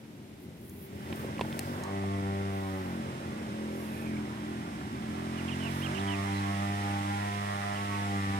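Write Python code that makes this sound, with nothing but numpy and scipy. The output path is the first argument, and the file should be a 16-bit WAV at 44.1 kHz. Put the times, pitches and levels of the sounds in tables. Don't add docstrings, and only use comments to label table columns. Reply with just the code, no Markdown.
import sys
import numpy as np
from scipy import signal
from scipy.fft import rfft, irfft, next_fast_len
from scipy.io import wavfile
from scipy.ndimage import uniform_filter1d

SR = 44100
rng = np.random.default_rng(int(sys.argv[2]) if len(sys.argv) > 2 else 0)


def generate_wav(signal):
    frames = np.transpose(np.atleast_2d(signal))
    scaled = np.clip(frames, -1, 1) * 32767
    pcm = np.round(scaled).astype(np.int16)
    wavfile.write(sys.argv[1], SR, pcm)


N = 369999

# opens/s, starts to close/s
THROTTLE_BURSTS = [(1.79, 2.767), (5.901, 8.8)]
# middle/s, length/s, bass lift/dB, silencer body lift/dB
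IDLE_CATCHES = [(2.912, 0.14, 2, -1), (3.713, 0.36, -.5, 5), (4.134, 0.25, 4, 5.5), (4.52, 0.12, 0.5, 4.5),
                (5.246, 0.41, 0.5, 0), (5.7, 0.57, 3.5, 0)]
# f/Hz, relative level/dB
IDLE_COLOUR = [(45, -23), (80, 1), (132, 1.5), (172, 1), (218, -2.5), (258, -6.5), (305, -11.5),
               (385, -10.5), (440, -12.5), (520, -5.5), (720, -9), (1150, -13.5), (1600, -16.5),
               (2000, -21), (3000, -48), (5000, -55.5)]
IDLE_HZ = 86
BRIGHTENS_AT_S, BRIGHTENS_OVER_S = 5.0, .7


def undb(db):
    return 10 ** (np.asarray(db) / 20)


def curve(rows):
    return np.interp(np.arange(N) / SR, *np.transpose(rows))


def ramp(start_s, length_s):
    return np.clip((np.arange(N) / SR - start_s) / length_s, 0, 1)


def walk(rate_hz):
    hold = int(SR / rate_hz)
    steps = np.repeat(rng.standard_normal(N // hold + 1), hold)
    return 1.3 * uniform_filter1d(uniform_filter1d(steps, hold), hold)[:N]


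def unit(x):
    return x / np.sqrt(np.mean(x ** 2))


def steady(x, size=7000):
    return x / np.sqrt(uniform_filter1d(uniform_filter1d(x ** 2, size), size) + 1e-18)


def colour(x, points, size=8192):
    hz, db = np.transpose(points)
    freqs = np.maximum(np.fft.rfftfreq(size, 1 / SR), 1)
    gain = undb(np.interp(np.log(freqs), np.log(hz), db))
    cepstrum = irfft(np.log(gain))
    cepstrum[1:size // 2] *= 2
    cepstrum[size // 2 + 1:] = 0
    return signal.fftconvolve(x, irfft(np.exp(rfft(cepstrum))))[:len(x)]


def noise(points):
    return unit(colour(rng.standard_normal(N), points))


def below(x, hz, order=2):
    return signal.sosfiltfilt(signal.butter(order, hz, fs=SR, output="sos"), x)


def split(x, hz):
    low = below(x, hz, order=4)
    return low, x - low


def resonate(x, hz, octaves):
    freqs = np.maximum(np.fft.rfftfreq(x.shape[-1], 1 / SR), 1)
    return irfft(rfft(x) / (1 + (np.log2(freqs / hz) / octaves) ** 4))


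def band_gain(x, hz, width_hz, db):
    band = signal.filtfilt(*signal.iirpeak(hz, hz / width_hz / 2, fs=SR), x)
    return x - band * (1 - undb(db))


def pan(db):
    return undb(np.vstack([db, -db]) / 2)


def add(out, s, sound):
    i = int(s * SR)
    out[:, i:i + sound.shape[1]] += sound[:, :N - i]


def ports(x, bass_lag_s=.00044, treble_lag_s=.00045):
    low, high = split(x, 502.4)
    n = np.arange(N)
    late = np.interp(n - bass_lag_s * SR, n, low) + np.interp(n - treble_lag_s * SR, n, high)
    return np.array([x, late])


def diffuse(points, apart_hz=900):
    mid, side = noise(points), noise(points)
    side = signal.sosfilt(signal.butter(1, apart_hz, "high", fs=SR, output="sos"), side)
    return np.array([mid + side, mid - side])


def field_echoes(x, wet_db, t60=.3):
    t = np.arange(SR // 2) / SR
    tails = rng.standard_normal((2, len(t))) * undb(-60 * t / t60)
    return undb(wet_db) * np.array([signal.fftconvolve(x, h / np.linalg.norm(h))[:N] for h in tails])


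def opened(opens_s=.13, closes_s=.27):
    return sum(ramp(on, opens_s) * (1 - ramp(off, closes_s)) for on, off in THROTTLE_BURSTS)


def catches():
    t = np.arange(N) / SR
    return np.array([np.exp(-(2 * (t - s) / length) ** 4) for s, length, _, _ in IDLE_CATCHES])


def stutter(speed, floor=.3, idle_extra=.34, evens_out_hz=2.5, catch_evens=.74):
    rough = floor + idle_extra * np.exp((IDLE_HZ - speed) / evens_out_hz)
    return np.clip(rough * (1 - catch_evens * catches().sum(axis=0)), 0, 1)


def low_levels(builds_s=.36, fades_s=.1, body_idle_db=-1.5, body_load_db=-7):
    # t/s, level/dB
    bass_level = [(0, -53.5), (.3, -51.5), (.85, -48.5), (1.15, -42), (1.85, -41), (2.05, -34),
                  (2.3, -33.5), (2.6, -36), (2.9, -40.5), (3.15, -41.5), (3.6, -44.5), (4.6, -44),
                  (5.05, -42.5), (5.25, -41.5), (5.6, -41.5), (5.85, -40), (6, -36.5), (6.38, -33.5),
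                  (6.7, -34), (7.1, -35), (7.72, -39), (8.17, -33.5), (8.39, -33.5)]
    bass_db = curve(bass_level)
    bass_lift, body_lift = np.array(IDLE_CATCHES).T[2:] @ catches()
    loaded = sum(ramp(on, builds_s) * (1 - ramp(off - fades_s, fades_s)) for on, off in THROTTLE_BURSTS)
    body_db = bass_db + body_lift + body_idle_db * (1 - loaded) + body_load_db * loaded
    return bass_db + bass_lift, body_db


def high_levels(speed, clears_at_s=.74, clears_over_s=.37):
    muffled = 1 - ramp(clears_at_s, clears_over_s)
    bright = ramp(BRIGHTENS_AT_S, BRIGHTENS_OVER_S)
    above_idle_hz = speed - IDLE_HZ
    rasp_db = -48 + .39 * above_idle_hz - 20 * muffled + 3 * bright
    gas_db = -54 + .08 * above_idle_hz - 12.5 * muffled + 5.5 * bright
    return rasp_db, gas_db


def firings(phase, rough, skip=.65, suction=.16):
    load_scatter_db, load_jitter_s = .9, .000022
    idle_scatter_db, idle_jitter_s = 3, .00073
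    turns = np.flatnonzero(np.diff(np.floor(phase)))
    deviations, draws = rng.standard_normal((len(turns), 2)), rng.random(len(turns))
    load, idle, wait = np.zeros(N), np.zeros(N), 0
    for i, (size, slip), draw in zip(turns, deviations, draws):
        load_at = int(np.clip(i + slip * load_jitter_s * SR, 0, N - 1))
        load[load_at] = undb(load_scatter_db * size)
        idle_at = int(np.clip(i + slip * idle_jitter_s * rough[i] * SR, 0, N - 1))
        strength = undb(idle_scatter_db * rough[i] * size)
        wait -= 1
        if wait <= 0:
            idle[idle_at] = strength
            wait = 2 + (draw < skip * rough[i] ** 2)
        else:
            idle[idle_at] = -suction * strength
    throttle = opened()
    return load * throttle, idle * (1 - throttle)


def silencer(x):
    # f/Hz, width/Hz
    chambers = [(135, 91), (225, 25.3), (310, 89), (400, 88)]
    for hz, width in chambers:
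        radius = np.exp(-np.pi * width / SR)
        poles = np.array([1, -2 * radius * np.cos(2 * np.pi * hz / SR), radius ** 2])
        x = signal.lfilter(poles[::-1], poles, x)
    return x


def exhaust(phase, rough, churn_depth=1.7, idle_db=3):
    # f/Hz, relative level/dB
    load_colour = [(40, -55), (70, -14), (98, 4), (200, 2), (300, -5.5), (400, -6.5), (500, -11.5),
                   (600, -6.5), (700, -1), (810, 1.5), (920, -2), (1200, -2), (1600, -11.5), (1950, -6.5),
                   (2700, -30), (6000, -51)]
    load, idle = firings(phase, rough)
    idle_rms = np.sqrt(np.abs(uniform_filter1d(idle ** 2, size=3000)))
    churn = churn_depth * rough * idle_rms * rng.standard_normal(N)
    return colour(load, load_colour) + colour(silencer(idle) + churn, IDLE_COLOUR) * undb(idle_db)


def ground_bounce(x, middle_db=-1):
    # t/s, gain/dB
    bounce_gain = [(0, -18), (1.2, 9.5), (3.8, 13), (4.6, -9.5), (5.6, -4), (6.2, -2.5), (6.8, 0),
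                   (8.39, -0.5)]
    x = band_gain(x, hz=505, width_hz=89, db=curve(bounce_gain))
    early = 1 - ramp(BRIGHTENS_AT_S, BRIGHTENS_OVER_S)
    return band_gain(x, hz=850, width_hz=280, db=middle_db * early * np.sqrt(opened()))


def waver(x, depth, rate_hz, count=8, lag_range_s=(.004, .045)):
    lags = (rng.uniform(*lag_range_s, count) * SR).astype(int)
    copies = sum(np.pad(x, (lag, 0))[:N] * walk(rate_hz) for lag in lags)
    return x + depth * copies / np.sqrt(count)


def sliding_null(x, width_hz=38, depth=.85):
    # t/s, f/Hz
    null_pitch = [(6.3, 503), (6.6, 412), (6.85, 458), (7.15, 353), (7.45, 314), (7.8, 338), (8, 357),
                  (8.39, 358)]
    carrier = np.exp(2j * np.pi * np.cumsum(curve(null_pitch)) / SR)
    inside = 2 * np.real(below(x / carrier, width_hz) * carrier)
    return x - depth * inside


def smear(x, bounce=.37, lags_s=(.0013, .0023)):
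    size = next_fast_len(N)
    delay = np.exp(-2j * np.pi * np.outer(lags_s, np.fft.rfftfreq(size, 1 / SR)))
    all_pass = np.prod((delay - bounce) / (1 - bounce * delay), axis=0)
    return irfft(rfft(x, size) * all_pass, size)[:N]


def exhaust_rasp(treble, open_lift_db=1):
    buzz = waver(smear(treble), depth=.62, rate_hz=13)
    _, turbulence = split(noise(IDLE_COLOUR), 640)
    throttle = opened()
    buzz_share = .3 + .68 * throttle ** 3
    rasp = np.sqrt(buzz_share) * steady(buzz) + np.sqrt(1 - buzz_share) * steady(turbulence)
    return rasp * undb(open_lift_db * throttle)


def shifting_echoes(x, rate_hz=18, count=3):
    return sum(field_echoes(x * walk(rate_hz), wet_db=-6) for _ in range(count)) / np.sqrt(count)


def gas_hiss(phase, puff=.016, direct_db=-5.5):
    # f/Hz, relative level/dB
    gas_colour = [(100, -5), (350, 3), (600, -2), (1400, -1), (1700, 1.5), (1980, 7.5), (2600, 3.5),
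                  (3500, 1), (4600, -6), (5300, -2.5), (6400, -8.5), (8700, -6.5), (12000, -15.5),
                  (15500, -25)]
    hiss = ports(noise(gas_colour)) * undb(direct_db) + diffuse(gas_colour)
    return hiss * (1 + puff * np.cos(2 * np.pi * phase))


def silencer_hum(phase, pipe, upper_db=-8, follow_hz=7, waver_db=2.5):
    # t/s, level/dB
    hum_level = [(.85, -68), (1.12, -50.5), (1.5, -43), (1.68, -53), (1.9, -62), (2.79, -70), (2.87, -41),
                 (3.0, -42), (3.1, -64), (3.4, -42.5), (3.97, -44.5), (4.07, -44), (4.2, -38),
                 (4.28, -49.5), (4.56, -46), (4.68, -46.5), (4.95, -46), (5.1, -44), (5.4, -46),
                 (5.62, -41), (5.92, -59), (6.03, -85)]
    rings = []
    for cycles in (5, 7):
        carrier = np.exp(1j * np.pi * cycles * phase)
        drive = below(pipe / carrier, follow_hz)
        rings.append(np.sqrt(2) * np.real(carrier * drive / (np.abs(drive) + 1e-18)))
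    return (rings[0] + undb(upper_db) * rings[1]) * undb(curve(hum_level) + waver_db * walk(14))


def shade(stereo):
    # f/Hz, left minus right/dB
    shading = [(110, 0), (200, -.6), (380, -2.5), (700, -2.5), (1290, -4.5), (2380, -5.3), (4400, -2.8),
               (8100, -2.5), (15000, -1)]
    # t/s, left minus right/dB
    bearing = [(0, 2), (4.7, 0.7), (5.7, -0.5), (8.39, 1)]
    left = colour(stereo[0], [(hz, db / 2) for hz, db in shading])
    right = colour(stereo[1], [(hz, -db / 2) for hz, db in shading])
    return np.array([left, right]) * pan(curve(bearing))


def engine(hunting=.0018, rumble_db=-20):
    # t/s, turns/Hz
    revs = [(0, 85.5), (.9, 85), (1.1, 87.3), (1.4, 87.58), (1.55, 92.96), (1.9, 97.9), (2.2, 98.4),
            (2.6, 97.3), (2.8, 94.3), (2.92, 89.5), (3.2, 87.3), (3.62, 85.7), (4.03, 86.6), (4.18, 84.8),
            (4.5, 86), (4.89, 84.6), (5.36, 87.8), (5.88, 92.8), (6.02, 98.9), (6.2, 98.4), (6.66, 100),
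            (7.32, 100.9), (8.02, 100.4), (8.16, 99.2), (8.39, 98.6)]
    # f/Hz, relative level/dB
    rumble_colour = [(20, -31), (45, -16.5), (80, -2), (150, -2.5), (300, -38), (600, -25), (2000, -59)]
    speed = curve(revs)
    phase = np.cumsum(speed * (1 + hunting * walk(10))) / SR
    bass_db, body_db = low_levels()
    rasp_db, gas_db = high_levels(speed)
    pipe = exhaust(phase, stutter(speed))
    bass, upper = split(ground_bounce(pipe), 258)
    body, treble = split(upper, 430)
    bass = steady(bass) * undb(bass_db)
    body = waver(body, depth=.35, rate_hz=11)
    body = sliding_null(steady(body)) * undb(body_db)
    rasp = exhaust_rasp(treble) * undb(rasp_db)
    echoes = shifting_echoes(rasp) + field_echoes(body, wet_db=-12)
    gas = gas_hiss(phase) * undb(gas_db)
    rumble = diffuse(rumble_colour) * undb(bass_db + rumble_db)
    direct = ports(bass + silencer_hum(phase, pipe) + body + rasp)
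    return shade(direct + echoes + gas + rumble)


def hush(gain_db=-55, swell_db=.24):
    # f/Hz, relative level/dB
    hush_colour = [(20, -46), (45, -19), (80, -5), (300, -2.5), (600, -9.5), (1200, -22), (2100, -22.5),
                   (4000, -27), (7000, -31.5), (13500, -32), (16000, -42)]
    return diffuse(hush_colour) * undb(gain_db + swell_db * walk(3.1))


def grass(crackle_db=-4.5, cracks_per_s=330, spread_db=-1):
    # middle/s, length/s, level/dB, f/Hz, half-width/octaves
    brushes = [(0.428, 0.07, -62, 12500, .5), (0.709, 0.22, -56.5, 13000, 0.58),
               (0.826, 0.11, -53, 13200, 0.48), (1.039, .34, -63, 12500, 0.51),
               (1.2, 0.15, -54, 12500, 0.8), (1.617, 0.45, -54.5, 12000, 1), (1.665, .18, -58.5, 4900, .25),
               (2.58, 0.16, -62, 12500, .5), (2.778, 0.44, -63, 12000, .5), (3.816, 0.19, -57, 11500, .35),
               (3.973, 0.22, -57.5, 10800, 0.38), (5.775, 0.18, -56, 11200, .35),
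               (7.632, .035, -38.5, 1390, 0.5)]
    out = np.zeros((2, N))
    for s, length, db, hz, octaves in brushes:
        u = np.linspace(-2, 2, 2 * int(length * SR))
        slide = rng.standard_normal((2, len(u)))
        sizes = undb(spread_db * np.minimum(rng.exponential(size=len(u)), 4))
        lets_go = rng.random(len(u)) < cracks_per_s / SR
        cracks = lets_go * sizes * rng.uniform(-1.3, 1, slide.shape)
        rub = slide + undb(crackle_db) * unit(cracks + 1e-18)
        swell = np.exp(-u ** 2) * undb(db)
        add(out, max(s - length, 0), unit(resonate(rub, hz, octaves)) * swell)
    return out


def short_ticks(attack_s=.00059):
    # t/s, peak level/dB, f/Hz, half-width/octaves, decay/s,
    # left minus right/dB
    ticks = [(0.613, -46, 13000, 0.68, .001, 2), (0.696, -38, 11500, 1.1, 0.0019, -1),
             (1.005, -48, 1500, 0.54, 0.0022, -5), (1.1266, -30.5, 2350, 0.61, 0.002, -7),
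             (1.159, -41, 12500, .5, .001, 0), (1.382, -36, 2520, 0.17, 0.0017, -2),
             (1.4098, -26.5, 2320, 0.73, 0.005, -2), (1.412, -41.5, 7500, 0.29, 0.0023, -3),
             (1.527, -31, 2700, 0.87, 0.00083, -1), (1.592, -20.5, 4800, 1.8, 0.0016, 9),
             (1.8362, -33.5, 5640, 0.79, 0.0031, -1.5), (2.039, -32, 710, 0.25, 0.0047, -5)]
    out, t = np.zeros((2, N)), np.arange(4096) / SR
    for s, db, hz, octaves, decay, side_db in ticks:
        envelope = np.exp(-t / decay) * (1 - np.exp(-t / attack_s))
        burst = resonate(rng.standard_normal(len(t)), hz, octaves) * envelope
        add(out, s, burst / np.abs(burst).max() * undb(db) * pan(side_db))
    return out


def ear_slaps(attack_s=.00038, sag=.71):
    # t/s, peak level/dB, starting f/Hz, decay/s
    slaps = [(1.125, -26.5, 420, 0.0036), (1.2457, -29.5, 554, 0.0088), (1.411, -29, 540, 0.0056)]
    out, t = np.zeros((2, N)), np.arange(4096) / SR
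    for s, db, hz, decay in slaps:
        fade = np.exp(-t / decay)
        pitch = hz * (1 - sag * (1 - fade))
        thud = np.sin(2 * np.pi * np.cumsum(pitch) / SR) * fade * (1 - np.exp(-t / attack_s))
        add(out, s, thud / np.abs(thud).max() * undb(db) * pan(-1.8))
    return out


def halter_clacks():
    # t/s, peak level/dB, pitch ratio
    clacks = [(1.128, -37, 1.05), (1.394, -24, 1.07), (1.4114, -19.5, 0.99), (1.4495, -31.5, 0.87)]
    # f/Hz, relative level/dB, t60/s
    modes = [(780, 2, 0.013), (974, 3.5, 0.031), (1710, -2, 0.0071), (2680, -11, 0.028), (3500, -20, .01)]
    out, t = np.zeros((2, N)), np.arange(4096) / SR
    for s, db, pitch in clacks:
        ring = sum(np.sin(2 * np.pi * hz * pitch * t) * undb(mode_db - 60 * t / t60)
                   for hz, mode_db, t60 in modes)
        add(out, s, ring / np.abs(ring).max() * undb(db) * pan(-8))
    return out


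def whir(start_s=3.78, length_s=.6, from_hz=2749, to_hz=2001, half_width_hz=130, db=-57):
    u = ramp(start_s, length_s)
    narrow = signal.butter(2, half_width_hz, fs=SR, output="sos")
    blur = unit(signal.sosfilt(narrow, rng.standard_normal(N)))
    hz = from_hz + (to_hz - from_hz) * u
    tone = np.sqrt(2) * np.sin(2 * np.pi * np.cumsum(hz) / SR)
    return blur * tone * np.sin(np.pi * u) * undb(db) * pan(-11)


def bird(onset_db=-9.5, swell_db=4, rasp_swing=.08, flutter_db=2):
    # t/s, length/s, starting f/Hz, held f/Hz, final f/Hz, relative level/dB, rasp/0-1
    notes = [(5.371, 0.041, 2916, 2905, 2230, -39, 0.6), (5.478, 0.026, 3000, 2780, 2450, -37, 1),
             (5.507, 0.038, 3150, 2980, 2650, -35.5, 0.63), (5.6, 0.094, 3150, 2910, 2340, -36, 0.47),
             (5.816, 0.06, 2500, 3450, 2140, -34, 0.22), (5.946, 0.043, 3150, 2700, 2990, -33.5, 0.8),
             (5.988, 0.036, 3760, 3480, 3023, -41.5, 0.9), (6.072, 0.084, 3250, 2960, 2390, -35, 0.55),
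             (6.341, 0.056, 4080, 4050, 4140, -45.5, 0.3), (7.747, 0.047, 3100, 2900, 2260, -42, 0.9),
             (7.923, 0.044, 2900, 2670, 2260, -41, 0.9)]
    song = np.zeros((1, N))
    quiver = walk(1400)
    flutter = undb(flutter_db * walk(260))
    for s, length, start, held, end, db, rasp in notes:
        u = np.linspace(0, 1, int(length * SR))
        hz = held + (start - held) * (1 - u) ** 3 + (end - held) * u ** 3.6
        shake = rasp_swing * rasp * quiver[int(s * SR):][:len(u)]
        whistle = np.sin(2 * np.pi * np.cumsum(hz * (1 + shake)) / SR)
        envelope = np.abs(np.sin(np.pi * u)) ** .25 * undb(db + onset_db + swell_db * u)
        add(song, s, whistle[None] * envelope)
    song *= flutter
    return song * pan(-12) + field_echoes(song[0], wet_db=-11)


def scene():
    return engine() + hush() + grass() + short_ticks() + ear_slaps() + halter_clacks() + whir() + bird()


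def record(dry, top_hz=15800):
    return signal.sosfilt(signal.ellip(10, .2, 80, top_hz, fs=SR, output="sos"), dry)


dry = scene()
out = record(dry)
generate_wav(out)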